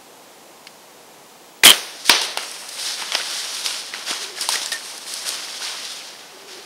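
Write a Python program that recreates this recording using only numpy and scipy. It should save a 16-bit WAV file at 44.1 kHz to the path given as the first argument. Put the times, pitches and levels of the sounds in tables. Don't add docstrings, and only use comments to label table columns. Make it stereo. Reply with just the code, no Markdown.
import sys
import numpy as np
from scipy import signal
from scipy.fft import rfft, irfft, next_fast_len
from scipy.io import wavfile
from scipy.ndimage import uniform_filter1d, map_coordinates

SR = 44100
rng = np.random.default_rng(int(sys.argv[2]) if len(sys.argv) > 2 else 0)


def unload_wav(signal):
    wavfile.write(
        sys.argv[1],
        SR,
        np.round(np.clip(np.atleast_2d(signal).T, -1, 1) * 32767).astype(np.int16),
    )


N = 293660

# (frequency [Hz], level per Hz [dB])
HISS_COLOUR = [(12, -54), (20, -17), (59, -26), (162, -6.5), (315, -1.5), (394, -2), (479, 1), (633, -0.5),
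               (836, 0.5), (1420, -7.5), (6390, -11.5), (12100, -17), (15600, -22.5)]
# (frequency [Hz], likeness [0 to 1])
HISS_ALIKE = [(60, 0.7), (180, 0.97), (550, 0.84), (1650, 0.38), (4970, 0.66), (15000, 1)]
# (frequency [Hz], t60 [s])
TREE_FADE = [(200, 1), (1000, 1), (4000, 0.7), (7400, 0.63), (15000, 0.77)]
# (frequency [Hz], level per Hz [dB])
WASH_COLOUR = [(150, -18), (400, 5), (3000, -5), (6300, 9), (7400, -13), (8600, 1.5), (15000, -2.5)]
# (time [s], middle pitch [Hz], middle level [dB])
MOANS = [
    [(4.15, 440, -53), (4.24, 410, -47), (4.38, 370, -43), (4.5, 350, -52)],
    [(6.25, 420, -56), (6.33, 395, -50), (6.55, 370, -45.5), (6.66, 360, -59)],
]
# (time [s], length [s], starting pitch [Hz], level before throb and fade [dB])
CHEEPS = [(4.378, 0.022, 1690, -38), (4.72, 0.052, 1844, -24.5)]
# (frequency [Hz], level per Hz [dB])
LEAF_COLOUR = [(880, -36), (1500, -9), (2430, -11), (3340, -1.5), (5350, 1), (7300, -8), (9490, -72),
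               (16100, -120)]
# (frequency [Hz], level per Hz [dB])
TREBLE_COLOUR = [(4350, -19.5), (7400, -7), (8200, 2.5), (10000, -1), (14400, -18), (15600, -22)]
# (frequency [Hz], level per Hz [dB])
STEM_COLOUR = [(88, -44), (150, -25), (209, -4), (237, -20), (287, -7.5), (1030, -3), (2500, -3.5),
               (3250, -2.5), (5500, -120)]
# (frequency [Hz], likeness [0 to 1])
BRUSH_ALIKE = [(60, 0.49), (180, 0.96), (550, 1), (1650, 1), (4970, 0.97), (15000, 0.97)]
# (time [s], leaves [dB], treble over leaves [dB], stems over leaves [dB],
# tilt, which lifts the leaves above 4.2 kHz and lowers them below by this much [dB])
RUSTLE = [(1.8, -29, -9, 3, 2), (1.88, -41, -6, -9, -5), (2.03, -39, -8, -8, 1), (2.2, -44, -22, 1, -3.5),
          (2.365, -45, -11, 0, -3.5), (2.43, -35, -6, -9, 0), (2.63, -41, -4, -0.5, 3),
          (2.76, -35, -2, -6.5, -0.6), (3.11, -34.5, -7.5, -11, -1.5), (3.19, -29, -6, -11, -2.5),
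          (3.45, -29, -7, -8, -0.5), (3.9, -38.5, -7.5, -4.5, -2), (4.33, -45.5, -19, 1, 0),
          (4.7, -36, -5, -4, 0), (5.04, -42, -6, -3, 1.5), (5.35, -31.5, -9, -5.5, -0.2),
          (5.59, -33.5, -8, -7.5, -0.8), (5.95, -36.5, -7.5, -11.5, -1.3), (6.27, -46.5, -9, 0, -.4),
          (6.66, -51, -10, -1, -1.2)]
# (peak time [s], rise [s], leaves at peak [dB], fade [dB per s],
# treble over leaves [dB], stems over leaves [dB])
STRIDES = [(2.062, 0.02, -27.5, 70, -6.5, -26), (2.094, .03, -28, 150, -2, -20),
           (2.107, 0.014, -17.5, 140, -12, -0.5), (2.234, .03, -25.5, 132, -4, -20),
           (2.381, 0.015, -33.5, 107, -3.5, 2.5), (2.795, .035, -30, 47, -5, -10.5),
           (2.865, 0.028, -24.5, 101, -10, -14), (3.019, 0.064, -33.5, 75, -4.5, 1),
           (3.127, 0.0098, -28.5, 69, -6, 0), (3.548, 0.02, -29.5, 79, -3.5, -12),
           (3.658, 0.02, -25, 70, -6, -10), (3.94, 0.015, -35.5, 27, -5.5, -2.5),
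           (4.108, 0.054, -24, 152, -7.5, -5), (4.232, 0.085, -29.5, 125, -9, -9),
           (4.378, 0.025, -29, 45, -7, -9), (4.423, 0.017, -30, 188, -1, -6),
           (4.497, 0.011, -29, 300, 0, -0.5), (4.529, 0.023, -20.5, 158, -7, -9),
           (4.63, 0.024, -25, 260, -6.5, -14), (4.728, 0.0062, -24.5, 420, -2.5, -5.5),
           (4.904, 0.057, -35.5, 82, -6, -8.5), (5.08, 0.026, -30.5, 41, -4.5, -12),
           (5.283, 0.037, -25.5, 174, -3.5, -10.5), (5.645, 0.054, -29, 46, -8, -4.5),
           (5.849, 0.024, -35, 100, -10, -23), (5.98, 0.037, -39, 57, -12, -8),
           (6.495, .025, -40, 27, -9.5, -4.5)]
# (frequency [Hz], level per Hz [dB])
CRACK_COLOUR = [(88, -50), (150, 1.5), (914, -4.5), (1840, -2.5), (2820, 4.5), (3700, 2.5), (4860, 6.5),
                (7300, -8), (9970, -1), (10800, -9.5), (15600, -23)]
# (time [s], crack [dB], crack t60 [s], treble over bass [dB],
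# ring pitch [Hz], ring [dB], ring t60 [s], left over right [dB])
BLOWS = [(0.6694, -29.5, .03, -7, 2200, -34, 0.027, 2), (1.636, -4, 0.022, -9, 2050, -2, 0.022, 1.5),
         (1.636, -12, 0.019, -10, 2390, -0.5, 0.023, 1.5), (1.6615, -4.5, 0.011, -31, 955, 7, 0.004, 1),
         (2.0952, 14, 0.011, -9.5, 363, 6.5, 0.0098, -1), (2.0958, -21, 0.014, -9, 933, -4.5, 0.044, -1),
         (2.097, -20, .02, -9, 700, -10, 0.025, -1)]
# (time [s], crack [dB], crack t60 [s], treble over bass [dB],
# ring pitch [Hz], ring [dB], left over right [dB])
TWIGS = [(2.054, -29, .03, 1, 4380, -22, 1), (2.118, -15, .018, -3, 4200, -7, 0),
         (2.149, -26, .03, 1, 4770, -12, 3), (2.215, -15, 0.036, 5, 923, -19, 0),
         (2.3735, -6, 0.012, -3, 780, -11.5, 0), (2.514, -31.5, 0.017, 27, 5940, -50, -2),
         (2.689, -32, 0.047, 22, 6200, -37, 0), (3.022, -28, .026, -15, 930, -22, -2),
         (3.1205, -14, 0.01, -17, 3290, -7.5, 0), (3.1503, -6.5, 0.0041, -10, 5020, 3, 3),
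         (3.1523, -8.5, 0.013, -12, 715, -15, 2), (3.199, -40, .018, -5, 1470, -16.5, 1),
         (3.548, -23, .02, 7, 5050, -28, -1), (3.661, -9, 0.014, 1, 3270, -16, 0.5),
         (3.938, -25, 0.02, -11, 2020, -17, 1.5), (3.947, -27.5, 0.017, -13, 1530, -18, 0),
         (4.11, -17, 0.021, -7, 270, -19, 1.5), (4.41, -21.5, 0.038, 19, 5500, -18, -3),
         (4.419, -23, .012, 7, 4970, -12, -3), (4.489, -8.5, 0.016, 11, 950, -6, -1.5),
         (4.504, -21, .018, 10, 5200, -15, -3), (4.522, -16, 0.018, 4, 5300, -22, -1),
         (4.555, -15.5, .03, -6, 1910, -14.5, -4), (4.616, -19.5, 0.026, -4, 2500, -27, 0),
         (4.660, -14.5, 0.0086, 10, 7450, -10, 2), (4.718, -17.5, 0.045, 2, 3800, -21, 3),
         (4.979, -27, 0.01, 18, 5470, -40, 3), (5.138, -22, .03, 15, 5040, -34, 0),
         (5.29, -14.5, 0.0099, 23, 4270, -29, 4), (5.609, -30, .012, -12, 900, -22, 2),
         (5.62, -30, 0.03, -12, 1510, -24, 3)]
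# (time [s], ring [dB], tick [dB])
SLAPS = [(1.64, -30, -11), (1.6445, -30, -9), (1.6489, -20, 0), (1.6524, 5.5, -6), (1.6558, 2, 8),
         (1.6627, -18, 0), (1.6684, 2.5, 4.5), (1.677, 4.5, 3), (1.6870, 1.5, -11), (1.6956, -2, -3),
         (1.7031, 5, 0.5), (1.7146, -0.5, -21), (1.734, -9.5, -32)]
# (multiple of the pitch [ratio], level within the ring [dB])
BOW_TONES = [(1, 2.5), (.72, -11), (1.3, -10)]
# (frequency [Hz], level per Hz [dB])
TICK_COLOUR = [(1500, -12), (5000, -6), (7300, -3), (9000, 2), (11500, -3.5), (15000, -14)]
# (time [s], level [dB])
LIMBS = [(1.634, -27), (1.636, -8), (1.648, -20), (1.655, -2.5), (1.68, -9.5), (1.71, -12), (1.73, -22),
         (1.8, -33)]
# (frequency [Hz], level per Hz [dB])
RATTLE_COLOUR = [(88, -61), (150, -4), (445, -7), (879, -10.5), (2370, -6.5), (3770, -8.5), (5150, -11.5),
                 (5560, -24), (6500, -15), (15600, -25.5)]

HISS_DB = -44.5
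RISE_DB = 5
SPLIT_HZ = 4700
RING_LASTS = 0.97
RING_HZ, SHARP, TAUT_S, SETTLE_S = 3140, 0.074, 1.6526, 0.0017
HOLD_S, HOLD_GROWS = 0.002, 1.2
LOW_CUT_HZ, TOP_HZ = 234, 15735


def amp(db):
    return 10 ** (np.asarray(db) / 20)


def unit(x):
    return x / np.sqrt(np.mean(x ** 2) + 1e-20)


def along(points, hz):
    f, v = np.transpose(points)
    return np.interp(np.log(hz + 1), np.log(f + 1), v)


def curves(rows):
    s, *cols = np.transpose(rows)
    return [np.interp(np.arange(N) / SR, s, c) for c in cols]


def wobble(rate):
    points = rng.standard_normal(int(N * rate / SR) + 4)
    return map_coordinates(points, [np.arange(N) * rate / SR])


def filtered(x, response):
    m = next_fast_len(N + SR // 2)
    return irfft(rfft(x, m) * response(np.fft.rfftfreq(m, 1 / SR)), m)[..., :N]


def rush(spectrum, alike, grains=1):
    def colour(hz):
        turn = np.arccos(np.clip(along(alike, hz), -1, 1)) / 2
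        return amp(along(spectrum, hz)) * [np.cos(turn), np.sin(turn)]

    pair = grains * rng.standard_normal((2, N))
    mid, side = filtered(pair, colour)
    return unit(np.array([mid + side, mid - side]))


def add(track, s, sound):
    start = round(s * SR)
    track[..., start:start + sound.shape[-1]] += sound


def hiss():
    return amp(HISS_DB) * rush(HISS_COLOUR, HISS_ALIKE)


def trees(x):
    hz, t, z = signal.stft(x.mean(axis=0), SR, nperseg=256)
    power = uniform_filter1d(np.abs(z) ** 2, size=9, axis=0)
    decay = amp(-60 * t[:400] / along(TREE_FADE, hz)[:, None]) ** 2
    decay = decay / decay.sum(axis=1, keepdims=True)
    power = np.abs(signal.fftconvolve(power, decay, axes=1)[:, :len(t)])
    noise = signal.stft(rush(WASH_COLOUR, [(1000, 1.0)]), SR, nperseg=256)[2]
    noise = noise / np.sqrt(np.mean(np.abs(noise) ** 2))
    wash = signal.istft(noise * np.sqrt(power), SR, nperseg=256)[1]
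    return np.pad(wash, ((0, 0), (300, 0)))[:, :N]


def moan():
    out, seconds = np.zeros(N), np.arange(N) / SR
    for call in MOANS:
        hz, db = curves(call)
        sounding = (seconds > call[0][0]) & (seconds < call[-1][0])
        cycles = np.cumsum(hz * (1 + 0.073 * wobble(70))) / SR
        out += sounding * amp(db + 4.3 * wobble(40)) * np.sin(2 * np.pi * cycles)
    return out


def cheeps():
    out = np.zeros(N)
    for s, length, hz, db in CHEEPS:
        t = np.arange(round(length * SR)) / SR
        edges = np.clip(np.minimum(t, length - t) / 0.0025, 0, 1)
        throb_db = 3 * np.cos(2 * np.pi * 40 * (t - 0.005))
        fade_db = -90 * t
        tone = np.sin(2 * np.pi * hz * (t - 0.23 * t * t))
        add(out, s, edges * amp(db + throb_db + fade_db) * tone)
    return out


def crunch(rate, life, spread_db):
    sizes = amp(spread_db * np.minimum(rng.exponential(size=N), 4))
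    starts = (rng.random(N) < rate / SR) * sizes
    return 1 + signal.lfilter([1], [1, -np.exp(-1 / (life * SR))], starts)


def crackle(count, centre_hz, spread, cycles, spread_db):
    when, pitch = rng.random(count), rng.standard_normal(count)
    size = np.minimum(rng.exponential(size=count), 3)
    hz = np.clip(centre_hz * np.exp(spread * pitch), 300, 14000)[:, None]
    k = np.arange(256)
    fade = np.exp(-k * hz / SR / cycles)
    tones = amp(spread_db * size)[:, None] * fade * np.sin(2 * np.pi * hz * k / SR)
    places = (when * N).astype(int)[:, None] + k
    return unit(np.bincount(places.ravel(), tones.ravel(), N + 256)[:N])


def strides():
    seconds = np.arange(N) / SR
    leaves_db, treble_db, stems_db, _ = curves(RUSTLE)
    power = amp([leaves_db, leaves_db + treble_db, leaves_db + stems_db]) ** 2
    for s, rise, db, fade_db, treble_db, stems_db in STRIDES:
        opened = np.clip(1 + (seconds - s) / rise, 1e-6, 1)
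        shape_db = RISE_DB * np.log2(opened) - fade_db * np.maximum(seconds - s, 0)
        power = power + amp(db + np.array([[0], [treble_db], [stems_db]]) + shape_db) ** 2
    fade_in = np.clip((seconds - RUSTLE[0][0]) / 0.071, 0, 1)
    return np.sqrt(power) * fade_in


def brush():
    leaves_gain, treble_gain, stems_gain = strides()
    grains = amp(1.13 * wobble(40)) * crunch(rate=150, life=0.00056, spread_db=-6.0)
    leaves = rush(LEAF_COLOUR, BRUSH_ALIKE, grains)
    leaves += amp(-11) * crackle(count=1500, centre_hz=4200, spread=0.372, cycles=2.2, spread_db=3.5)
    leaves = leaves_gain * leaves + treble_gain * rush(TREBLE_COLOUR, BRUSH_ALIKE, grains)

    low = filtered(leaves, lambda hz: 1 / (1 + (hz / 4200) ** 6))
    tilt = amp(curves(RUSTLE)[-1])
    leaves = low / tilt + (leaves - low) * tilt

    coarse = amp(0.85 * wobble(30)) * crunch(rate=30, life=0.0033, spread_db=-1.3)
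    stems = rush(STEM_COLOUR, BRUSH_ALIKE, coarse)
    stems += amp(-10) * crackle(count=700, centre_hz=1255, spread=0.31, cycles=2.2, spread_db=1.5)
    return leaves + stems_gain * stems


def blows_and_twigs():
    out, t = np.zeros((2, N + SR)), np.arange(SR // 6) / SR
    rise = 1 - np.exp(-t / 0.0003)
    noise = rush(CRACK_COLOUR, [(1000, 0.99)])
    bass = filtered(noise, lambda hz: 1 / (1 + (hz / SPLIT_HZ) ** 4))
    treble = noise - bass
    twigs = [(s, db, t60, tilt_db, hz, ring_db, RING_LASTS * t60, pan_db)
             for s, db, t60, tilt_db, hz, ring_db, pan_db in TWIGS]
    for s, db, t60, tilt_db, hz, ring_db, ring_t60, pan_db in BLOWS + twigs:
        part = slice(round(s * SR), round(s * SR) + len(t))
        crack = amp(-tilt_db / 2) * bass[:, part] + amp(tilt_db / 2) * treble[:, part]
        crack = amp(db - 60 * t / t60) * crack
        ring = amp(ring_db - 60 * t / ring_t60) * np.sin(2 * np.pi * hz * t)
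        pan = amp([[pan_db / 2], [-pan_db / 2]])
        add(out, s, pan * rise * (ring + crack))
    return out[:, :N]


def bow():
    out, t = np.zeros((2, N + SR)), np.arange(SR // 20) / SR
    ticks = rush(TICK_COLOUR, [(1000, 0.99)])
    for s, ring_db, tick_db in SLAPS:
        hz = RING_HZ * (1 + SHARP * np.exp(-abs(s - TAUT_S) / SETTLE_S))
        ring = sum(amp(db) * np.sin(2 * np.pi * k * hz * t) for k, db in BOW_TONES)
        hold = HOLD_S * amp(HOLD_GROWS * ring_db)
        fade_db = -60 * t / 0.041 - 60 * np.clip(t - hold, 0, None) / 0.0051
        rise = 1 - np.exp(-t / 0.00019)
        add(out, s + 0.0006, amp(ring_db + fade_db) * ring * rise)
        tick = ticks[:, round(s * SR):][:, :len(t)]
        add(out, s, amp(tick_db - 60 * t / 0.013) * tick)
    seconds = np.arange(N) / SR
    shaking = (seconds > LIMBS[0][0]) & (seconds < LIMBS[-1][0])
    rattle = shaking * amp(curves(LIMBS)[0]) * rush(RATTLE_COLOUR, [(1000, 0.99)])
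    return out[:, :N] + rattle


def scene():
    slaps, blows = bow(), blows_and_twigs()
    wash = trees(amp(-21.5) * slaps + amp(-13) * blows)
    loud = slaps + blows + wash + brush()
    loud = filtered(loud, lambda hz: (1j * hz / (LOW_CUT_HZ + 1j * hz)) ** 3)
    return loud + moan() + cheeps() + hiss()


def record(dry):
    clipped = dry / (1 + np.abs(dry / 0.98) ** 16) ** (1 / 16)
    return filtered(clipped, lambda hz: hz < TOP_HZ)


dry = scene()
out = record(dry)
unload_wav(out)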